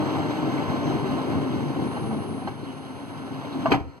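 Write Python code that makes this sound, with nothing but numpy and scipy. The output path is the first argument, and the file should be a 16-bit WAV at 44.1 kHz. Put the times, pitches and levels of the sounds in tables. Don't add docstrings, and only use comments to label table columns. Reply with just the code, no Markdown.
import sys
import numpy as np
from scipy import signal
from scipy.fft import rfft, irfft
from scipy.io import wavfile

SR = 44100
rng = np.random.default_rng(int(sys.argv[2]) if len(sys.argv) > 2 else 0)


def pcm_store(signal):
    levels = np.round(np.clip(np.atleast_2d(signal), -1, 1) * 32767)
    wavfile.write(sys.argv[1], SR, levels.astype(np.int16).T)


N = 176400
T = np.arange(N) / SR
HZ = np.fft.rfftfreq(N, 1 / SR)

# time_s, ripple_hz
MOTOR_SPEED = [(0, 520.7), (1.4, 520.2), (1.85, 459.2), (2.0, 408.2), (2.15, 366.4), (2.45, 357.4),
               (2.55, 181.8), (3.2, 179), (3.4, 234.6), (3.62, 365), (3.7, 365)]
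# time_s, rumble_db, grind_db, brush_hiss_db
TRAVEL_LEVELS = [(0, -29.5, -31.5, -40.5), (.45, -27.5, -33.5, -41), (.9, -26, -33.5, -41.5),
                 (1.35, -26.5, -34.5, -43.5), (1.7, -28.5, -37.5, -44), (1.85, -28.5, -36.5, -44.5),
                 (2.12, -28.5, -38, -46.5), (2.38, -33, -42, -50), (2.47, -34, -43, -49),
                 (2.56, -38, -46, -51), (3.13, -40.5, -43.5, -49.5), (3.3, -37, -41.5, -48.5),
                 (3.5, -38, -39.5, -46.5), (3.65, -32.5, -37.5, -45), (3.74, -30, -28.5, -42),
                 (3.85, -44, -57, -82), (4, -59, -67, -76)]
# frequency_hz, level_db
HARDWARE_CLATTER = [(100, -9), (500, -7), (1000, 14.5), (1700, -0.5), (3000, -20), (5000, -21),
                    (12000, -62)]
ROLLER_TURN_S, ROLLER_PEAK_S = 0.227, 0.896
SPEED_JITTER = 0.01667


def rollers():
    # frequency_hz, level_db
    rumble_spectrum = [(20, -24.5), (40, -34), (65, -17), (95, -5), (135, 0.5), (180, -4.5), (260, -2.5),
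                       (400, -7), (520, -14.5), (900, -29.5), (3000, -85)]
    rumble = panels(grit(share=0.55), rumble_spectrum)
    bass = colour(rumble, 1 / (1 + (HZ / 174) ** 8))
    speed = curves(MOTOR_SPEED)[0] / MOTOR_SPEED[0][1]
    throb = amp(0.5 * np.cos(2 * np.pi * (T - ROLLER_PEAK_S) / ROLLER_TURN_S) * speed ** 2)
    return (rumble - bass + bass * unit(throb)) * amp(curves(TRAVEL_LEVELS)[0])


def motor():
    # frequency_hz, level_db
    grind_spectrum = [(100, -27), (300, -5), (500, 0), (650, 1), (850, -2), (1100, -3.5), (1400, -9.5),
                      (2000, -13.5), (3500, -43.5), (9000, -55)]
    # frequency_hz, level_db
    hiss_spectrum = [(300, -30), (1200, 3), (2000, -0.5), (2500, -4), (3300, -1.5), (4300, -5.5),
                     (5300, -13), (6200, -12), (7200, -19.5), (8500, -17.5), (11000, -24.5), (15000, -25)]
    segments, whir_db = 8, -10.5
    _, grind_db, hiss_db = curves(TRAVEL_LEVELS)
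    shaft = wavering_phase(curves(MOTOR_SPEED)[0], jitter=0.01195, rate_hz=14.3) / segments
    orders = sum(np.cos(k * shaft + 2 * np.pi * rng.random()) * (2 if k % segments == 0 else 1)
                 for k in range(2, 41))
    chatter = unit(1 + 0.037 * np.cos(shaft) + 0.078 * wander(hz=24.4))
    grind = panels(grit(share=0.46) * chatter, grind_spectrum)
    grind[0] += amp(whir_db) * panels(orders, grind_spectrum)
    hiss = panels(grit(share=0.13) * chatter, hiss_spectrum)
    return grind * amp(grind_db) + hiss * amp(hiss_db)


def gears():
    # time_s, groan_db, housing_drone_db
    gear_levels = [(0, -31, -36.5), (.4, -32, -42), (1.4, -42, -33.5), (1.8, -37, -67), (2.15, -33.5, -41),
                   (2.42, -40.5, -53), (2.6, -44, -40), (3.2, -53, -44), (3.6, -48, -34), (3.72, -45, -29),
                   (3.82, -75, -63)]
    mesh_ratio, slope_db_per_octave, housing_hz = 0.585, -10, 273.1
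    groan_db, drone_db = curves(gear_levels)
    mesh = wavering_phase(mesh_ratio * curves(MOTOR_SPEED)[0], SPEED_JITTER, rate_hz=20.04)
    teeth = sum(amp(slope_db_per_octave * np.log2(k)) * np.sin(k * mesh) for k in range(1, 11))
    groan = unit(teeth * (1 + 0.5 * wander(hz=30.4))) * amp(groan_db)
    hum = np.sin(wavering_phase(housing_hz, jitter=0.035, rate_hz=14))
    drone = unit(hum + 0.35 * band(housing_hz, width_hz=41)) * amp(drone_db)
    return direct_only(groan + drone)


def door_knocks():
    # start_s, boom_db, thud_db, clack_db, crack_db
    knocks = [(0.182, -52, -11.5, -21.5, -48), (.474, -59, -14, -28, -52), (.611, -42, -21.5, -26, -50),
              (0.876, -52, -14, -37, -53), (.9, -40, -16, -27, -61), (1.087, -40, -24, -26, -57),
              (1.279, -43, -15, -36, -50), (1.507, -41, -21, -46, -58), (1.789, -42, -19.5, -25, -59),
              (1.826, -42, -18, -32, -53), (2.108, -50, -38, -22, -44), (2.418, -55, -48, -24, -54),
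              (2.454, -46, -21, -51, -60), (2.481, -39, -27, -30, -44), (2.624, -48, -30, -59, -58),
              (3.555, -46, -14.5, -40, -55), (3.687, -58, -19, -31, -50), (3.713, -25, -22, -16.5, -31),
              (3.735, -31, -18, -10, -24), (3.764, -20.5, -32, -33, -53), (3.798, -50, -30, -30.5, -44),
              (3.846, -30, -35, -52, -65)]
    bands_hz = [100, 310, 850, 2500]
    # pitch_hz, level_db, t60_s
    door_modes = [(60.3, -20, 0.33), (134.8, -4.5, 0.35), (278.8, 2, 0.22), (321.7, -4.5, 0.22),
                  (365, -13, 0.17), (473, -11, 0.15), (678, -5, 0.13), (773.6, 1.5, 0.11),
                  (943, -25.5, 0.54), (982, -4.5, 0.1), (1267, -12, 0.15), (1687, -4, 0.079),
                  (2220, 0, 0.077), (2650, -12, 0.077), (3080, -20, 0.07)]
    # frequency_hz, level_db
    door_clatter = [(25, -42), (42, -10), (58, 15), (110, 8), (200, -8), (300, 0.5), (420, -16),
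                    (560, -1.5), (850, -3.5), (1700, -5), (2500, -1.5), (4200, -18), (6000, -27),
                    (9000, -39), (15000, -52)]
    out = np.zeros((2, N))
    for start_s, *force_db in knocks:
        add(out, start_s, blow(door_modes, door_clatter, list(zip(bands_hz, force_db)), clatter_db=-3))
    return out


def latch():
    # pitch_hz, level_db, t60_s
    catch_modes = [(660, 7.5, 0.07), (1019, 0, 0.1), (1163, 0, 0.05), (1550, -9, 0.043), (1700, -6, 0.045),
                   (2180, -12, 0.074), (2773, -7.5, 0.024)]
    # pitch_hz, level_db, t60_s
    strike_modes = [(278.3, 1, 0.14), (406, 9, 0.033), (840, -8, 0.045), (1020, -1.5, 0.042),
                    (1227, -3.5, 0.057), (1465, -13, 0.073), (1930, -7, 0.035), (2287, -10, 0.081),
                    (2420, 0, 0.052), (2590, -6, 0.043), (3050, -8, 0.059), (3240, -11.5, 0.052),
                    (4100, -18, 0.078), (4500, -18.5, 0.074)]
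    # frequency_hz, level_db
    strike_clatter = [(40, -9), (120, 0.5), (400, 2), (700, -2), (1300, 1), (2000, 4), (2500, 0.5),
                      (4300, -23), (6000, -23), (15000, -50)]
    catch_s, strike_s = 3.6565, 3.7175
    out = np.zeros((2, N))
    add(out, catch_s, blow(catch_modes, HARDWARE_CLATTER, flat(db=-12), clatter_db=-6.5))
    add(out, strike_s, blow(strike_modes, strike_clatter, flat(db=-7.5), clatter_db=-9.5))
    return out


def clicks_and_ticks():
    # start_s, force_db
    clicks = [(1.967, -14), (2.473, -11), (2.477, -28)]
    # pitch_hz, level_db, t60_s
    click_modes = [(653, -4.5, 0.034), (831, 1, 0.034), (1090, -14, 0.022), (1575, -17.5, 0.065),
                   (2050, -16, .06), (3040, -22, 0.045), (4220, -22, 0.046)]
    # start_s, level_db
    ticks = [(2.477, -47), (3.657, -48), (3.707, -35), (3.719, -31.5), (3.744, -37), (3.753, -51),
             (3.797, -52)]
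    # frequency_hz, level_db
    tick_spectrum = [(1000, -11), (3000, 16), (4400, 9.5), (6200, 3.5), (8500, -5.5), (12000, -6),
                     (15000, -11)]
    out = np.zeros((2, N))
    for start_s, force_db in clicks:
        add(out, start_s, blow(click_modes, HARDWARE_CLATTER, flat(force_db), clatter_db=-22))
    for start_s, level_db in ticks:
        add(out, start_s, blow([], tick_spectrum, flat(db=0), clatter_db=level_db))
    return out


def track():
    # middle_s, length_s, pitch_hz, width_hz, level_db
    scrapes = [(0.586, 0.026, 2170, 500, -42), (0.873, 0.15, 6000, 900, -55.5),
               (1.133, 0.043, 2950, 300, -49), (2.643, 0.038, 4200, 400, -57),
               (2.695, 0.06, 2940, 300, -49), (3.533, 0.04, 3956, 900, -49)]
    turn = np.cos(np.pi * (T - ROLLER_PEAK_S) / ROLLER_TURN_S) ** 4
    thump = band(hz=96, width_hz=22) * turn * amp(-31) * swell(middle_s=1.19, length_s=1.6)
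    scraping = sum(band(hz, width_hz) * amp(db) * swell(middle_s, length_s)
                   for middle_s, length_s, hz, width_hz, db in scrapes)
    return direct_only(thump + scraping)


def track_load():
    # middle_s, length_s, gain_db
    surges = [(0.433, 0.059, -1.5), (0.803, 0.028, -2), (0.876, .08, 0), (1.043, 0.082, -1.5),
              (1.258, 0.039, -5), (1.324, .09, 1.5), (1.833, 0.036, 3), (1.907, 0.043, -1),
              (2.076, 0.07, -1)]
    return amp(sum(db * swell(middle_s, length_s) for middle_s, length_s, db in surges))


def controller():
    # time_s, level_db
    whistle_levels = [(0, -73), (.8, -69), (.96, -65), (1.78, -66), (1.89, -58.5), (2.41, -57.5),
                      (2.5, -66), (3.05, -64), (3.54, -70), (3.65, -66), (3.7, -100)]
    switching_hz, sideband_db = 9768, -17.5
    ripple = np.cos(wavering_phase(curves(MOTOR_SPEED)[0], SPEED_JITTER, rate_hz=12))
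    level = amp(curves(whistle_levels)[0] + 1.3 * wander(hz=28))
    tone = np.sqrt(2) * np.sin(2 * np.pi * switching_hz * T)
    return tone * level * (1 + 2 * amp(sideband_db) * ripple)


def latch_whir():
    # pitch_hz, width_hz, level_db
    whir_bands = [(945, 75, -55), (4300, 500, -69)]
    start_s, rise_s = 3.85, 0.043
    whir = sum(amp(db) * band(hz, width_hz) for hz, width_hz, db in whir_bands)
    return direct_only(whir * np.clip((T - start_s) / rise_s, 0, 1))


def outdoor_air():
    # frequency_hz, level_db
    air_spectrum = [(20, -16), (80, -8), (160, 3), (300, 2), (550, 2), (920, -12), (1300, -3.5),
                    (4000, -20.5), (15000, -37.5)]
    return amp(-50) * panels(rng.standard_normal((2, N)), air_spectrum)


def cabin(dry):
    t60_s, gap_s, tail_db = 0.38, 0.006, -18
    tail = rng.standard_normal((2, N)) * amp(-60 * T / t60_s) * (T > gap_s)
    tail /= np.linalg.norm(tail[0])
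    return dry + amp(tail_db) * signal.fftconvolve(dry, tail, axes=1)[:, :N]


def microphone(streams):
    # frequency_hz, coherence
    likeness = [(50, 0.97), (150, 0.97), (400, 1), (520, 0.31), (800, 1), (1500, 0.58), (2500, 0.94),
                (7000, 1), (15000, 1)]
    # frequency_hz, phase_rad
    phase_bend = [(40, -0.35), (100, -0.79), (200, -1.4), (400, -0.89), (480, -1.1), (530, -1.23),
                  (650, -1.5), (800, -0.34), (1000, 0.066), (2000, -0.12)]
    # frequency_hz, left_minus_right_db
    balance = [(40, -4), (120, 4), (180, 1.5), (320, 2), (440, 5.5), (560, 5), (690, -3), (850, 1.9),
               (1500, -2.5), (2000, 0), (15000, 0)]
    delay_s = 0.000557
    direct, diffuse = rfft(streams)
    coherence = np.clip(read(likeness, HZ), 0, 1)
    direct *= np.sqrt((1 + coherence) / 2)
    diffuse *= np.sqrt((1 - coherence) / 2)
    shift = np.exp(1j * (np.pi - 2 * np.pi * HZ * delay_s + read(phase_bend, HZ)))
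    lean = amp(read(balance, HZ) / 2)
    return irfft([(direct + diffuse) * lean * shift, (direct - diffuse) / lean], N)


def blow(modes, spectrum, force, clatter_db, size=24000):
    # frequency_hz, t60_s
    clatter_decay = [(60, 0.46), (300, .16), (1000, 0.11), (2500, 0.1), (10000, 0.088)]
    ring_db, onset_s = -6, 0.0018
    t, hz = np.arange(size) / SR, np.fft.rfftfreq(size, 1 / SR)
    quadrature = np.array([[0], [np.pi / 2]])
    ring = sum(amp(db + read(force, f) - 60 * t / t60) * np.sin(2 * np.pi * f * t + quadrature)
               for f, db, t60 in modes)
    phases = np.exp(2j * np.pi * rng.random((2, len(hz))))
    noise = unit(irfft(phases * amp(read(spectrum, hz))))
    struck = irfft(rfft(noise) * amp(read(force, hz)))
    bin_hz, frame_s, frames = signal.stft(struck, SR, nperseg=512)
    decay = amp(-60 * frame_s / read(clatter_decay, bin_hz)[:, None])
    clatter = signal.istft(frames * decay, SR, nperseg=512)[1][:, :size]
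    return (amp(ring_db) * ring + amp(clatter_db) * clatter) * (1 - np.exp(-t / onset_s))


def panels(excitation, spectrum):
    # pitch_hz, width_hz, lift_db
    resonances = [(101, 11, 4), (142.8, 13, 6), (218, 5.9, 2), (265.5, 60, 4.5), (365, 5.9, 4),
                  (395, 25, 2.5), (693, 40, 2.5), (804, 39, 5), (914, 75, 5.5), (1033, 32, 5.5),
                  (1502, 22, 6.5), (2153, 71, 4), (2830, 230, 3.5)]
    db = read(spectrum, HZ) + sum(lift * resonance(hz, width) for hz, width, lift in resonances)
    lesser_hz = np.arange(0, SR / 2, 30)
    ripple_db = 2 * np.interp(HZ, lesser_hz, rng.standard_normal(len(lesser_hz)))
    db += ripple_db * np.minimum(HZ / 1200, 1)
    log_gain = np.log(amp(np.r_[db, db[-2:0:-1]]))
    minimum_phase = np.exp(np.conj(signal.hilbert(log_gain)))[:len(HZ)]
    return unit(colour(excitation, minimum_phase))


def grit(share):
    grains_per_s, spread_db = 450, 2
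    hits = (rng.random((2, N)) < grains_per_s / SR) * rng.choice([-1, 1], (2, N))
    hits = hits * amp(spread_db * np.minimum(rng.exponential(1, (2, N)), 4))
    return np.sqrt(share) * unit(hits) + np.sqrt(1 - share) * rng.standard_normal((2, N))


def band(hz, width_hz):
    return unit(colour(rng.standard_normal(N), resonance(hz, width_hz)))


def resonance(hz, width_hz):
    return 1 / (1 + (2 * (HZ - hz) / width_hz) ** 2)


def wavering_phase(hz, jitter, rate_hz):
    return 2 * np.pi * np.cumsum(hz * (1 + jitter * wander(rate_hz))) / SR


def wander(hz):
    return unit(colour(rng.standard_normal(N), np.exp(-(HZ / hz) ** 2)))


def swell(middle_s, length_s):
    return np.exp(-(2 * (T - middle_s) / length_s) ** 2)


def direct_only(x):
    return np.array([x, np.zeros(N)])


def flat(db):
    return [(1, db)]


def amp(db):
    return 10 ** (np.asarray(db) / 20)


def unit(x):
    return x / np.sqrt(np.mean(x ** 2) + 1e-20)


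def read(points, hz):
    f, value = np.transpose(points)
    return np.interp(np.log(hz + 1), np.log(f + 1), value)


def curves(table):
    time_s, *columns = np.transpose(table)
    return [np.interp(T, time_s, column) for column in columns]


def colour(x, gain):
    return irfft(rfft(x) * gain, N)


def add(mix, start_s, sound):
    part = mix[:, round(start_s * SR):][:, :sound.shape[1]]
    part += sound[:, :part.shape[1]]


def scene():
    air = outdoor_air()
    running = (rollers() + gears()) * track_load() + track() + motor()
    impacts = cabin(door_knocks() + latch() + clicks_and_ticks())
    return microphone(running + impacts + latch_whir() + air) + controller()


def record(dry):
    edge_hz, fade_s = 15500, 0.015
    faded = dry * np.minimum((T[-1] - T) / fade_s, 1)
    lowpass = signal.firwin(511, edge_hz, window=("kaiser", 9), fs=SR)
    return signal.oaconvolve(faded, lowpass[None], "same")


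dry = scene()
out = record(dry)
pcm_store(out)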